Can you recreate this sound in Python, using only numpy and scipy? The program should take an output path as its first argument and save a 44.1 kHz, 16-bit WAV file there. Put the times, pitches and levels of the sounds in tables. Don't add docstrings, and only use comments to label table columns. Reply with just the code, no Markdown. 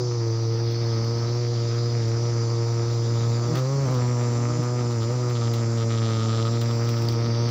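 import sys
import numpy as np
from scipy import signal
from scipy.io import wavfile
from scipy.ndimage import uniform_filter1d

SR = 44100
rng = np.random.default_rng(int(sys.argv[2]) if len(sys.argv) > 2 else 0)


def gain_from_db(level_db):
    decades = np.asarray(level_db, float) / 20
    return 10 ** decades


def file_out(sig):
    cols = np.atleast_2d(sig).T
    lim = np.clip(cols, -1, 1)
    pcm = np.round(lim * 32767).astype(np.int16)
    wavfile.write(sys.argv[1], SR, pcm)


N = 330970
T = np.arange(N) / SR


def evened(x):
    return x / np.sqrt(np.mean(x ** 2) + 1e-20)


def curves(rows, t):
    s, *columns = np.transpose(rows)
    return [np.interp(t, s, c) for c in columns]


def bumps(rows, column):
    return sum(row[column] * np.exp(-((T - row[0]) / row[1]) ** 2) for row in rows)


def wander(hz):
    size = max(int(SR / hz), 1)
    smooth = uniform_filter1d(rng.standard_normal(N), size)
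    return evened(uniform_filter1d(smooth, size))


def resonate(x, hz, width, times=1):
    r = np.exp(-np.pi * width / SR)
    for _ in range(times):
        x = signal.lfilter([1, 0, -1], [1, -2 * r * np.cos(2 * np.pi * hz / SR), r * r], x) * (1 - r)
    return x


def hiss(shape, patchy_db, bins, frames, size=1024):
    hop = size // 4
    hz, t = np.fft.rfftfreq(size, 1 / SR), np.arange(N // hop + 5) * hop / SR
    a, b, patches = rng.standard_normal((len(t), len(hz), 3)).T
    patches = uniform_filter1d(uniform_filter1d(patches, bins, 0), frames, 1)
    patches = np.clip(evened(patches), -3, 2.4)
    z = (a + 1j * b) * shape(hz[:, None], t) * gain_from_db(patchy_db * patches)
    return evened(signal.istft(z, nperseg=size, noverlap=size - hop)[1][:N])


# [t/s, effort level/dB, turned side-on 0-1, tilted at the microphone 0-1]
POSTURE = [(0.0, -27, -1.1, 0.36), (0.3, -24.3, -.4, .35), (0.75, -24, 0, 0), (1.0, -24.2, 0.6, 0.56),
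           (1.5, -24.2, 0.08, 0), (2.0, -23.2, 0.3, 0.08), (2.6, -24, 0.13, .5), (3.0, -23.5, .2, 0.4),
           (3.3, -22.3, 0.65, 0.6), (3.5, -24.5, 0.55, 0.73), (3.75, -23, 0.47, 1), (4.0, -22.5, 1, 1),
           (4.75, -24.6, .8, 0.63), (5.25, -23.9, 0.47, 0.5), (5.5, -23, .85, 0.52), (6.2, -23.5, 1, 0.35),
           (6.75, -23, 0.86, 0.56), (7.5, -23.2, 0.84, 0.55)]


def posed(at_rest, side_gain, tilt_gain):
    _, side, tilt = curves(POSTURE, T)
    return at_rest + side_gain * side + tilt_gain * tilt


# [t/s, half length/s, extra level/dB]
BRUSHES = [
    (3.555, .035, 8),
    (3.885, .025, 5.5),
    (5.12, .03, 4),
]


def brushing():
    return bumps(BRUSHES, column=2)


# [t/s, half length/s, extra hiss level/dB, extra fizz level/dB]
STIRS = [(.7, 0.59, 6, 4.5), (1.7, 0.66, 8, 3.5), (3.05, 0.43, 6.5, 3.5), (3.75, 0.71, 4.5, 5),
         (5.3, 0.56, 5, 3.5), (6.45, .4, 7.5, 4), (6.85, 0.25, 2, 10), (7.5, 0.54, 10, 4)]


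def stirring(column):
    return bumps(STIRS, column)


# [f/Hz, level/dB per Hz]
AIR_COLOUR = [(24, -21), (55, -24), (90, -2.5), (250, -9), (500, -10), (1300, -17), (2500, -28),
              (6500, -37), (7600, -40), (8500, -48), (10000, -51.5), (16000, -57)]


def air():
    f, db = np.transpose(AIR_COLOUR)
    shape = lambda hz, t: gain_from_db(np.interp(np.log(hz + 1), np.log(f), db))
    wash = hiss(shape, patchy_db=2.2, bins=24, frames=5, size=2048)
    wash_db = posed(-41.5, side_gain=2.5, tilt_gain=0) + brushing()
    still_from, still_to = 3.55, 5.32
    loose = np.clip(np.maximum(still_from - T, T - still_to) / .1, .1, 1)
    loose *= np.clip(T / .25, .4, 1)
    tremor = gain_from_db(-47.5) * loose * np.sin(2 * np.pi * 16 * T)
    return gain_from_db(wash_db) * wash + tremor


def choir(band, swell):
    centre_hz, drift, width, db = band
    shape = lambda hz, t: np.exp(-abs((hz - centre_hz - drift * t) / width) ** 3)
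    song = hiss(shape, patchy_db=4.6, bins=2, frames=20, size=4096)
    return gain_from_db(db + curves(swell, T)[0]) * song


# [t/s, length/s, f/Hz, level/dB]
SINGERS = [(1.97, .4, 5430, -52), (2.12, .38, 5960, -53), (1.9, .55, 5764, -54), (2.3, .3, 6140, -54),
           (1.6, 0.97, 4950, -54), (.7, 0.4, 6080, -57), (2.9, .6, 6098, -57), (3.8, 0.51, 5680, -54),
           (4.3, .45, 6120, -54), (4.4, 1.2, 5120, -54), (7.07, .25, 4630, -50), (7.29, 0.24, 4670, -45.5),
           (7.3, 0.18, 6050, -57), (3.4, .5, 8350, -75), (6.71, 0.035, 11900, -79), (4.05, .06, 11850, -82),
           (4.165, 0.02, 11820, -82)]


def singers():
    out = np.zeros(N)
    for s, length, hz, db in SINGERS:
        part = out[round(s * SR):][:round(length * SR)]
        waver, throb = wander(hz=62.7)[:len(part)], wander(hz=90)[:len(part)]
        phase = 2 * np.pi * np.cumsum(hz * (1 + .0015 * waver)) / SR
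        whistle = np.sin(phase) * gain_from_db(1.6 * throb)
        part += np.sqrt(2) * gain_from_db(db) * whistle * signal.windows.tukey(len(part), .3)
    return out


# [centre f/Hz, drift/Hz per s, width/Hz, level/dB]
CHOIRS = [
    (4950, 20, 705, -44),
    (5907, 12, 480, -48),
    (6890, 47, 460, -48.5),
    (8020, 21, 800, -67.5),
]
# [t/s, level/dB]
LOW_SWELL = [(0, -0.5), (.8, 2.5), (3, 0.1), (5, -2.5), (7, 1), (7.5, 1)]
HIGH_SWELL = [(0, -7), (.65, -18), (1.6, -7.5), (4.3, -0.5), (6.4, -1.7), (7.05, -7), (7.4, -20)]


def cicadas():
    steady = [(0, 0.0061)]
    swells = LOW_SWELL, steady, HIGH_SWELL, HIGH_SWELL
    return sum(choir(band, swell) for band, swell in zip(CHOIRS, swells)) + singers()


# [t/s, level/dB]
SWARM_LEVEL = [(0.0, -47.5), (7.5, -45.5)]
# [multiple of the wingbeat, level/dB]
SWARM_OVERTONES = [(1, 1), (2, 2.5), (3, -6.5), (4, -27), (5, -24.5), (6, -17.5)]


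def swarm(count=14):
    out = np.zeros(N)
    for _ in range(count):
        hz = 152 * (1 + .035 * rng.standard_normal() + .03 * wander(hz=3))
        phase = 2 * np.pi * np.cumsum(hz) / SR
        hum = sum(gain_from_db(db) * np.cos(k * phase + k * k) for k, db in SWARM_OVERTONES)
        out += gain_from_db(3.5 * wander(hz=3)) * hum
    return gain_from_db(curves(SWARM_LEVEL, T)[0]) * evened(out)


def rustle():
    shape = lambda hz, t: np.exp(-((hz - 4200) / 1150) ** 2)
    return gain_from_db(-57 + stirring(column=2)) * hiss(shape, patchy_db=3.0, bins=12, frames=9)


# [t/s, peak level/dB]
LEAVES = [(0.7098, -55), (0.7214, -54), (1.0435, -52), (2.0797, -54), (3.5528, -40.5), (3.569, -45),
          (3.58, -50), (3.587, -46), (3.82, -56), (3.8606, -55), (3.909, -48), (3.941, -46), (4.3194, -57),
          (4.6295, -50), (4.9104, -54), (5.028, -52), (5.297, -48), (5.536, -39.5), (5.5424, -56),
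          (5.81, -58), (6.613, -39), (6.8438, -57), (6.889, -41), (6.9855, -50), (7.015, -49), (7.02, -45),
          (7.0494, -46), (7.0858, -41), (7.122, -45), (7.489, -45.5)]
# [t/s, level/dB, f/Hz, rise/s]
TWIG = (7.0863, -18, 4750, .0007)


def leaves():
    t, out = np.arange(4000) / SR, np.zeros(N + 4000)
    fade = np.minimum(t / .0015, 1) * (np.exp(-t / .002) + .45 * np.exp(-t / .018))
    for s, db in LEAVES:
        burst = rng.standard_normal(4000) * fade
        crackle = gain_from_db(11) * resonate(burst, 2800, 4000, times=2)
        crackle += gain_from_db(-14) * resonate(burst, 9100, 6000)
        crackle += gain_from_db(4.5) * resonate(burst, 15100, 2200, times=2)
        out[round(s * SR):][:4000] += gain_from_db(db + 3) * crackle
    s, db, hz, rise = TWIG
    swell = t / rise * np.exp(1 - t / rise)
    out[round(s * SR):][:4000] += gain_from_db(db) * swell * np.sin(2 * np.pi * hz * t)
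    return out[:N]


# [t/s, wingbeat f/Hz, distance/body lengths]
PASSING = [
    [(3.42, 148.6, 3.6), (3.49, 157.4, 1.15), (3.53, 155.6, 0.96), (3.57, 162.5, 1.2), (3.62, 160, 4)],
    [(3.84, 153, 3.8), (3.89, 152, 0.99), (3.96, 148, 2.1), (4.05, 152, 3.9)],
    [(4.22, 144.5, 4.7), (4.4, 139.8, 1.3), (4.46, 141, 1.8), (4.49, 152, 1.26), (4.56, 155, 1.22),
     (4.6, 153, 0.97), (4.64, 161.6, 1.8), (4.68, 156.2, 6)],
    [(7.08, 160.7, 2.5), (7.16, 159, 1.5), (7.26, 157, 1.8)],
]


def passing_bees():
    out = np.zeros(N)
    for rows in PASSING:
        span = slice(round(rows[0][0] * SR), round(rows[-1][0] * SR))
        hz, away = curves(rows, T[span])
        phase = 2 * np.pi * np.cumsum(hz * (1 + 0.005 * wander(hz=51)[span])) / SR
        upper = sum(gain_from_db(-7.5 * (k - 1.5)) * np.cos(k * phase + k * k) for k in range(2, 9))
        buzz = gain_from_db(-26) * away ** -8.5 * np.cos(phase)
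        buzz += gain_from_db(-30.5) * away ** -1.7 * upper
        out[span] += np.sqrt(2) * buzz * signal.windows.tukey(len(hz), .2)
    return out


SNAP_TURN, TICK_TURN = .74, .85


def wing_tone(turns):
    edge = posed(-53.5, .1, 12.3)
    levels = [curves(POSTURE, T)[0], posed(-46, 12.7, .1), posed(-35.5, -2.5, .075),
              posed(-37, -.46, .34), posed(-45.5, 6, -.5) - 1.2, posed(-48, 5, -3),
              edge - 7, edge - 4, edge - 7.5, edge - 11]
    out, shiver, beat = np.zeros(N), wander(hz=67.4), np.gradient(turns) * SR
    for k, db in enumerate(levels, 1):
        if k <= 2:
            lag = (0, -.05)[k - 1]
        else:
            lag = k * SNAP_TURN + (-.115 if k < 7 else .275)
        flutter_db = (.45 if k == 1 else 1.3) * wander(hz=24.4) + (k > 4) * 1.2 * shiver
        dip_db = -5.5 * np.exp(-((k * beat - 678.5) / 68) ** 2)
        out += np.sqrt(2) * gain_from_db(db + flutter_db + dip_db) * np.cos(2 * np.pi * (k * turns - lag))
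    return out


# [t/s, length/s]
MISSES = [(1.49, .03), (5.5, .02), (5.87, .04), (6.005, .015), (6.272, .022), (6.44, .012), (6.503, .03),
          (6.59, .035)]


def blows(turns, at, spread_db, late, miss_db):
    hit = np.flatnonzero(np.diff(np.floor(turns - at)) > 0)
    luck = rng.standard_normal((len(hit), 2))
    missed = sum(abs(T[hit] - s) < length / 2 for s, length in MISSES)
    place = np.clip(hit + (late * SR * luck[:, 0]).astype(int), 0, N - 1)
    train = np.zeros(N)
    train[place] = gain_from_db(spread_db * luck[:, 1] + miss_db * missed)
    return train


# [t/s, length/s, tick level/dB]
GRAZES = [(1.55, 0.25, -59), (2.153, .3, -62), (3.145, 0.12, -59), (3.55, 0.047, -51), (3.946, 0.062, -54),
          (4.4, .25, -60), (4.79, 0.036, -52), (4.9, 0.033, -54), (5.007, 0.041, -48), (5.35, .03, -45),
          (5.408, 0.11, -48.5), (5.536, 0.076, -52), (5.775, .07, -47), (5.899, .14, -45.5),
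          (6.035, .24, -43), (6.27, .22, -42.5), (6.52, 0.061, -50), (6.61, 0.026, -52),
          (6.697, 0.021, -46), (6.774, 0.041, -70), (6.87, 0.034, -47), (6.966, 0.025, -46),
          (7.09, 0.088, -58), (7.244, 0.031, -47), (7.335, 0.02, -48), (7.4, 0.02, -55), (7.476, .05, -56)]


def grazing():
    contact = np.zeros(N)
    for s, length, db in GRAZES:
        inside = np.minimum(T - s, s + length - T)
        contact += gain_from_db(db) * np.clip(inside / .01 + .5, 0, 1)
    return contact


def snap_rings(turns, contact):
    snap = blows(turns, SNAP_TURN - .155, spread_db=2.0, late=.00008, miss_db=-6)
    snap = signal.sosfilt(signal.butter(4, 3000, fs=SR, output="sos"), snap)
    low_gain = gain_from_db(posed(-53, 2.2, 7.4) + 2.0 * wander(hz=30)) + gain_from_db(-1.5) * contact
    high_gain = gain_from_db(posed(-54, 5.36, -2.2) + 1.9 * wander(hz=27))
    low = evened(resonate(snap, 1250, 160, times=2))
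    high = evened(resonate(snap, 1966, 1150, times=2))
    return low_gain * low - high_gain * high


def wing_ticks(turns, contact):
    tick = blows(turns, TICK_TURN, spread_db=2.1, late=.0001, miss_db=-12)
    stray = gain_from_db(-68 + 4.5 * wander(hz=36))
    tick = resonate(resonate(tick, 3300, 2200), 3500, 2400, times=2)
    return (contact + stray) * evened(tick)


def edge_fizz(turns):
    puffs = .4 + np.cos(2 * np.pi * (turns - .23)) ** 4
    shape = lambda hz, t: np.exp(-((hz - 15100) / 750) ** 2)
    fizz = hiss(shape, patchy_db=2.5, bins=30, frames=3)
    return gain_from_db(-73 + stirring(column=3)) * evened(fizz * puffs)


# [t/s, wingbeat f/Hz]
HOVER_BEAT = [(0.0, 123.8), (0.3, 113.5), (0.81, 117), (0.98, 113.7), (1.38, 119.3), (1.65, 116.5),
              (1.95, 117.8), (2.05, 113.5), (2.21, 117), (3.2, 115.8), (3.55, 120.7), (4.49, 119.4),
              (4.74, 123.2), (5.41, 117.5), (6.08, 113), (6.37, 113.2), (6.54, 116.4), (7.5, 116.8)]
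# [t/s, extra wingbeat f/Hz]
DODGES = [
    [(3.55, 0), (3.575, 9.5), (3.63, 8), (3.74, 17.5), (3.84, 16.5), (3.89, 1.5), (3.91, 10.5), (3.97, 3),
     (4.3, 0)],
    [(4.8, 0), (4.95, -4), (5.03, -8), (5.14, 3.5), (5.26, 3.5), (5.41, 0)],
]


def near_bee():
    beat = curves(HOVER_BEAT, T)[0] + sum(curves(rows, T)[0] for rows in DODGES)
    stumble = (.004 + .002 * brushing()) * wander(hz=40)
    turns = np.cumsum(beat * (1 + stumble + .003 * wander(hz=9))) / SR
    contact = grazing()
    return wing_tone(turns) + snap_rings(turns, contact) + wing_ticks(turns, contact) + edge_fizz(turns)


def scene():
    background = air() + cicadas() + swarm() + rustle() + leaves()
    return (background + passing_bees() + near_bee())[None]


def low_pass(x):
    return signal.sosfilt(signal.butter(12, 16870, fs=SR, output="sos"), x)


def record(dry):
    lowpass = signal.firwin(801, 15650, window=("kaiser", 8), fs=SR)
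    limited = signal.oaconvolve(dry, lowpass[None], "same")
    return low_pass(limited)


dry = scene()
out = record(dry)
file_out(out)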